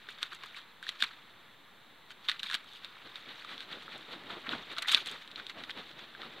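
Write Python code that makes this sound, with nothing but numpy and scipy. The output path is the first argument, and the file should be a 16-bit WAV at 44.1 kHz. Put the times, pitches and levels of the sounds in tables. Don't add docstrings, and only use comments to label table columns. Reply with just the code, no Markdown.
import sys
import numpy as np
from scipy import signal
from scipy.io import wavfile
from scipy.ndimage import uniform_filter1d

SR = 44100
rng = np.random.default_rng(int(sys.argv[2]) if len(sys.argv) > 2 else 0)


def pcm_store(signal):
    levels = np.round(np.clip(np.atleast_2d(signal), -1, 1) * 32767)
    wavfile.write(sys.argv[1], SR, levels.astype(np.int16).T)


def linear_from_db(decibels):
    return 10 ** (np.asarray(decibels, float) / 20)


N = 282240


def read(points, hz):
    f, db = np.transpose(points)
    return np.interp(np.log(hz + 1), np.log(f + 1), db)


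def evened(x):
    return x / np.sqrt(np.mean(x ** 2) + 1e-20)


def coloured(x, db_at):
    log_gain = np.log(linear_from_db(db_at(abs(np.fft.fftfreq(4096, 1 / SR)))))
    taps = np.fft.ifft(np.exp(np.conj(signal.hilbert(log_gain)))).real[:2048]
    taps = taps.reshape((1,) * (x.ndim - 1) + (-1,))
    return signal.oaconvolve(x, taps, axes=-1)[..., :N]


def coloured_noise(spectrum):
    return evened(coloured(rng.standard_normal(N), lambda hz: read(spectrum, hz)))


def flicker(seconds):
    size = max(round(seconds * SR), 1)
    once = uniform_filter1d(rng.standard_normal(N), size)
    return evened(uniform_filter1d(once, size))


def swells(rows, hold_ms=0):
    ms = np.arange(N) / SR * 1000
    power = np.zeros((len(rows[0]) - 3, N))
    for s, rise_ms, fall_ms, *levels_db in rows:
        near = slice(max(round((s - .3) * SR), 0), round((s + .3) * SR))
        since_ms = ms[near] - s * 1000
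        rising = (since_ms + hold_ms / 2) / max(rise_ms, 2)
        falling = (hold_ms / 2 - since_ms) / max(fall_ms, 2)
        shape_db = 10 * np.minimum(np.minimum(rising, falling), 0)
        power[:, near] += linear_from_db(np.add.outer(levels_db, shape_db)) ** 2
    return power


def grains(low_hz, high_hz, cycles, per_s, spread_db):
    size = linear_from_db(spread_db * np.minimum(rng.exponential(1, N), 5)) * (rng.random(N) < per_s / SR)
    kind, out = rng.integers(0, 16, N), np.zeros(N)
    for k, hz in enumerate(np.geomspace(low_hz, high_hz, 16)):
        u = np.arange(round(3 * cycles * SR / hz)) / SR * hz / cycles
        ring = u * np.exp(-3 * u) * np.sin(2 * np.pi * cycles * u)
        ring = evened(ring - ring.mean()) / np.sqrt(len(u))
        out += signal.oaconvolve(size * (kind == k), ring)[:N]
    return evened(out)


# (frequency [Hz], relative level [dB])
YARD_SPECTRUM = [(25, -16), (60, -4.5), (140, 6.5), (300, 3.5), (600, 0), (1100, 4), (2000, 2),
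                 (3000, -6.5), (4500, -6.5), (7000, -33), (16000, -40)]


def yard():
    level_db, swell_db, swell_s = -61, .4, .15
    return linear_from_db(level_db + swell_db * flicker(swell_s)) * coloured_noise(YARD_SPECTRUM)


# (time [s], level [dB])
SLIDING = [(0, -60), (.6, -56.5), (.8, -75), (1.1, -61.5), (1.4, -66), (2.1, -86), (2.5, -68), (3.0, -56),
           (3.6, -55), (4.3, -56.5), (5.0, -53.5), (5.6, -61.5), (6.4, -54.5)]
# (peak time [s], rise [ms per 10 dB, at least 2], fall [ms per 10 dB, at least 2],
# body level [dB], hollow level [dB])
RUFFLES = [(0.091, 7, 28, -49.5, -54), (0.119, 19, 46, -52, -63), (0.185, 2, 30, -51.5, -54),
           (0.228, 13, 19, -43, -43.5), (0.26, 24, 24, -48, -47), (0.328, 14, 26, -46.5, -45),
           (0.35, 22, 26, -47, -49), (0.439, 12, 10, -45, -37.5), (0.46, 19, 43, -48, -53),
           (0.568, 15, 23, -41, -44.5), (0.832, 4, 32, -49, -51), (0.893, 18, 10, -38.5, -47),
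           (0.92, 18, 50, -48.5, -46), (1.009, 16, 14, -37, -45), (1.023, 8, 5, -35, -48),
           (1.041, 5, 15, -36, -34.5), (1.06, 20, 70, -47.5, -47.5), (2.116, 12, 9, -43, -47.5),
           (2.247, 17, 21, -47.5, -50), (2.291, 5, 14, -27.5, -31), (2.32, -4, 41, -44.5, -42),
           (2.396, -1, 15, -42, -48), (2.438, 7.5, 31, -38, -40.5), (2.475, 36, 34, -42.5, -50),
           (2.51, 30, 36, -42.5, -39.5), (2.546, 11, 12.5, -32, -32), (2.59, 32, 35, -53, -52),
           (2.773, 93, 22, -48.5, -63), (4.463, 12, 18, -51, -36), (4.536, 10, 5, -47, -32),
           (4.787, 7, 14, -35, -33.5), (4.828, 9, 5, -31, -29), (4.857, 16, 6, -50, -40),
           (4.887, 7, 31, -27, -32.5), (4.919, 16, 22, -26.5, -39), (4.943, 25, 2, -26, -32),
           (4.98, 49, 17, -34, -35.5), (5.005, 20, 29, -39, -50), (5.07, 13, 33, -36, -39.5),
           (5.125, 32, 59, -44.5, -48), (5.5, 9, 14, -42.5, -42), (5.637, 0, 15, -41.5, -44),
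           (5.697, 9, 8, -42, -37), (5.711, 11, 4, -37.5, -44)]
# (lowest pitch [Hz], highest pitch [Hz],
# cycles in a third of a ring, rustle density [1/s], rustle size spread [dB], strength [dB])
BARBS = [(2338, 5620, 7.9, 2200, 2, -8.5), (1160, 2435, 2.9, 1400, 2, -5.5),
         (4490, 13200, 14, 4000, 2.5, 15.5)]


def rustle():
    hollow_db, treble_db, ruffle_treble_db = 0.5, -25, -20
    clump_db, clump_s = 2.0, 0.011
    bed_db = np.interp(np.arange(N) / SR, *np.transpose(SLIDING))
    bed = linear_from_db(np.add.outer([0, hollow_db, treble_db], bed_db)) ** 2
    ruffles = [(*row, row[3] + ruffle_treble_db) for row in RUFFLES]
    power = bed + swells(return_strokes() + ruffles)
    barbs = np.array([linear_from_db(db) * grains(*kind) for *kind, db in BARBS])
    return linear_from_db(clump_db * flicker(clump_s)) * (np.sqrt(power) * barbs).sum(0)


# (time [s], envelope peak [dB], pitch [Hz])
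SLAPS = [(0.081, -56, 408), (0.225, -61, 256), (0.329, -58, 370), (0.438, -59, 420), (1.025, -48.5, 229),
         (2.437, -54, 207), (2.544, -53.5, 220), (4.16, -46.5, 310), (4.48, -41.5, 243),
         (4.531, -35.5, 277), (4.783, -47, 680), (4.822, -54.5, 655), (4.876, -44.5, 820),
         (4.946, -47.5, 256), (5.07, -54, 500), (5.114, -59, 438), (5.628, -49.5, 263), (5.79, -48, 197),
         (6.269, -52, 232)]


def slaps():
    rise_s = 0.0049
    out = np.zeros(N + 2000)
    t = np.arange(2000) / SR
    for s, peak_db, hz in SLAPS:
        u = t / rise_s
        thump = u * np.exp(1 - u) * np.sin(2 * np.pi * hz * t)
        out[round(s * SR):][:2000] += linear_from_db(peak_db) * thump
    return out[:N]


# (time [s], tick level [dB], hollow ring pitch [Hz],
# hollow ring level [dB], treble level [dB])
SNAPS = [(0.087, -30, 1630, -29.5, -56), (0.105, -45, 1500, -50, -52), (0.1878, -47, 1590, -37.5, -64),
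         (0.2285, -10, 1470, -22.5, -38), (0.2347, -41, 1450, -26.5, -61), (0.3207, -40, 1400, -37, -67),
         (0.331, -32, 1470, -29.5, -51), (0.3473, -35, 1360, -51, -46.5), (0.435, -27, 1580, -28, -52),
         (0.459, -42, 1390, -50, -52), (0.5454, -48, 2300, -28, -63), (0.615, -39, 2030, -54, -70),
         (0.8266, -33, 1700, -31, -51), (0.8664, -29, 1810, -32, -62), (0.8902, -14, 1970, -23.5, -41.5),
         (1.0042, -27, 1770, -31, -50), (1.0234, -5, 1570, -16, -34.5), (1.0357, -20, 2300, -21, -39),
         (1.041, -18, 1590, -24.5, -51), (2.1051, -31, 1460, -35.5, -56), (2.2858, -10.5, 2330, -29, -50),
         (2.2955, -11.5, 1950, -21, -42), (2.3148, -18.5, 1890, -26, -47), (2.3935, -25.5, 1290, -53, -53),
         (2.4309, -19, 1690, -32, -41), (2.4987, -23, 1760, -27, -46), (2.5118, -20, 1520, -31, -47),
         (2.5232, -22, 1590, -27, -47), (2.5312, -21, 1920, -31, -46), (2.5425, -10, 1860, -36, -35),
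         (2.5496, -15.5, 1900, -32, -37.5), (2.643, -44, 1350, -43, -59), (2.734, -34, 1210, -54, -59),
         (2.8459, -21, 2490, -54, -49.5), (2.9666, -51, 1220, -35.5, -75), (3.1566, -25, 1540, -37, -56),
         (3.4466, -30.5, 1200, -32, -57), (3.5788, -25, 1700, -54, -68), (3.6049, -23.5, 1630, -35.5, -54),
         (3.879, -49, 1310, -29.5, -68), (3.978, -45, 1500, -50, -51), (4.2357, -38, 1900, -37.5, -64),
         (4.3007, -36, 1280, -28, -70), (4.4914, -19, 1390, -26.5, -67), (4.716, -33, 1500, -47, -52),
         (4.726, -34, 1500, -45, -51), (4.7654, -26, 1480, -40, -65), (4.7704, -34, 1310, -28.5, -57),
         (4.7828, -17.5, 1280, -25, -40), (4.8224, -23, 1820, -28.5, -32.5), (4.846, -45, 1850, -30, -70),
         (4.857, -45, 1950, -28, -70), (4.8736, -31, 1650, -31, -41), (4.883, -14, 1500, -28, -45),
         (4.916, -15, 1630, -23, -31), (4.9213, -21, 2280, -24, -27.5), (4.9368, -15, 1820, -29, -43),
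         (4.9459, 2.5, 2400, -40, -31), (4.966, -22, 1600, -26, -57), (5.0595, -21, 2320, -44, -41),
         (5.0718, -22.5, 1430, -33, -39), (5.1133, -30, 1120, -42, -40), (5.276, -32, 1700, -48, -57),
         (5.314, -29.5, 2110, -50, -58), (5.3584, -22, 1840, -55, -65), (5.3974, -28.5, 1460, -30, -66),
         (5.4663, -22.5, 1650, -43, -51), (5.4963, -23.5, 2040, -31, -53), (5.6366, -24, 1930, -31, -60),
         (5.6943, -41, 1910, -37, -64), (5.7057, -23, 1870, -52, -66), (5.913, -33, 1700, -48, -66),
         (6.149, -38, 1580, -32, -73), (6.217, -27, 2150, -32, -65), (6.2314, -32, 1270, -30, -67),
         (6.337, -38, 2100, -38, -68)]
# (frequency [Hz], gain [dB])
BODY_GAIN = [(100, -10), (500, -4.5), (1000, -11), (1500, -8), (2500, 6), (4000, 8.5), (5500, 10),
             (8000, -24), (16000, -52)]
TREBLE_GAIN = [(2000, -3), (5000, 20), (7000, 36), (10000, 36), (16000, 21)]
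HOLLOW_GAIN = [(100, -74), (600, -52), (1000, -6.5), (1500, -2.5), (2000, -2.5), (2800, -10.5),
               (16000, -65)]


def snaps():
    lag_s, spray_t60_s, ring_t60_s = 0.00067, 0.026, 0.0097
    fizz_rise_s, fizz_t60_s = 0.0013, 0.019
    body, treble, hollow = np.zeros((3, N + 4000))
    t = np.arange(4000) / SR
    chance, sign = rng.random((len(SNAPS), 2, 4000)).transpose(1, 0, 2)
    tearing = 0.15 * rng.standard_normal((len(SNAPS), 4000))
    fizz = tearing * (1 - np.exp(-t / fizz_rise_s)) * linear_from_db(-60 * t / fizz_t60_s)
    for k, (s, tick_db, hz, ring_db, treble_db) in enumerate(SNAPS):
        spray = 0.48 * (chance[k] < .05) * (2 * sign[k] - 1) * linear_from_db(-60 * t / spray_t60_s)
        spray[0] = 1
        ring = np.sin(2 * np.pi * hz * t[:600]) * linear_from_db(-60 * t[:600] / ring_t60_s)
        at = round((s + lag_s) * SR)
        body[at:at + 4000] += linear_from_db(tick_db) * spray
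        treble[at:at + 4000] += linear_from_db(treble_db) * (0.55 * spray + fizz[k])
        hollow[at:at + 4000] += linear_from_db(ring_db) * signal.fftconvolve(spray, ring)[:4000]
    layers = (body, BODY_GAIN), (treble, TREBLE_GAIN), (hollow, HOLLOW_GAIN)
    return sum(coloured(x[:N], lambda hz: read(gain, hz)) for x, gain in layers)


# (time [s], air level [dB], swish level [dB],
# return stroke level [dB]); feather levels before grain strength
BEATS = [(2.846, -66, -49.5, -68), (3.065, -60, -53, -50), (3.297, -56.5, -48, -47.5),
         (3.507, -55, -43, -47.5), (3.723, -51.5, -43.5, -52), (3.924, -51, -45.5, -52.5),
         (4.118, -51.5, -44, -53), (4.311, -47, -43, -53), (4.518, -46, -40, -50.5),
         (4.709, -52, -44.5, -58), (4.95, -56.5, -40, -58), (5.11, -53.5, -48.5, -52),
         (5.386, -55.5, -47.5, -51), (5.593, -51.5, -48, -55), (5.782, -50.5, -45, -53),
         (6.0, -53, -47.5, -59), (6.222, -52.5, -50, -59), (6.4, -52.5, -54, -58)]


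def swishes():
    rise_ms, fall_ms, hold_ms = 17.6, 43.5, 15.7
    hollow_db, treble_db = -1.5, -24
    per_s, spread_db, clump_db, clump_s = 4000, 1.04, 1.8, 0.007
    down = [(s, rise_ms, fall_ms, db, db + hollow_db, db + treble_db) for s, _, db, _ in BEATS]
    barbs = np.array([linear_from_db(db) * grains(low_hz, high_hz, cycles, per_s, spread_db)
                      for low_hz, high_hz, cycles, _, _, db in BARBS])
    return linear_from_db(clump_db * flicker(clump_s)) * (np.sqrt(swells(down, hold_ms)) * barbs).sum(0)


# (frequency [Hz], relative level [dB])
AIR_SPECTRUM = [(40, -18), (100, -8), (180, -2.5), (280, -0.5), (500, -3.5), (900, -6.5), (2000, -11.5),
                (5000, -25.5), (16000, -46)]


def strokes():
    lag_s, hold_ms, rise_ms, fall_ms = 0.015, 23, 74, 68
    lump_db, lump_s = 2.6, 0.013
    air = coloured_noise(AIR_SPECTRUM)
    push = swells([(s + lag_s, rise_ms, fall_ms, db) for s, db, _, _ in BEATS], hold_ms)[0]
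    return np.sqrt(push) * linear_from_db(lump_db * flicker(lump_s)) * air


def return_strokes():
    lag_s, rise_ms, fall_ms = 0.11, 57, 45
    hollow_db, treble_db = -5.5, -20.5
    return [(s + lag_s, rise_ms, fall_ms, db, db + hollow_db, db + treble_db) for s, _, _, db in BEATS]


def scene():
    mono = yard() + rustle() + slaps() + snaps() + swishes() + strokes()
    return np.tile(mono, (2, 1))


def roll_off(x):
    return signal.sosfilt(signal.butter(12, 16480, fs=SR, output="sos"), x)


# (frequency [Hz], gain [dB])
MICROPHONE_GAIN = [(20, -5), (2600, 2.5), (3200, 8), (3700, 12), (4200, 5.5), (4700, -6.5), (5200, -13),
                   (6000, -12), (8500, -16), (16000, -21)]
# (frequency [Hz], relative level [dB])
HISS_SPECTRUM = [(20, -19), (50, -4), (100, 3), (400, 3.5), (2500, -1), (3500, -9.5), (5000, -10.5),
                 (9000, -10.5), (16000, -10)]
# (centre [Hz], width [Hz], gain [dB])
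TREBLE_DIPS = [(10000, 500, -8), (15000, 300, -8)]


def record(dry):
    hiss_db, edge_hz, offset = -66, 15830, -.0006
    capsule = coloured(dry, lambda hz: read(MICROPHONE_GAIN, hz))
    noise = coloured(rng.standard_normal((2, N)), lambda hz: read(HISS_SPECTRUM, hz))
    hissy = capsule + linear_from_db(hiss_db) * evened(noise)
    dipped = coloured(hissy, lambda hz: sum(db * np.exp(-((hz - f) / width) ** 2)
                                            for f, width, db in TREBLE_DIPS))
    edge = signal.firwin(511, edge_hz, window=("kaiser", 9), fs=SR)
    mix = signal.oaconvolve(dipped, edge[None], "same") + offset
    return roll_off(mix)


dry = scene()
out = record(dry)
pcm_store(out)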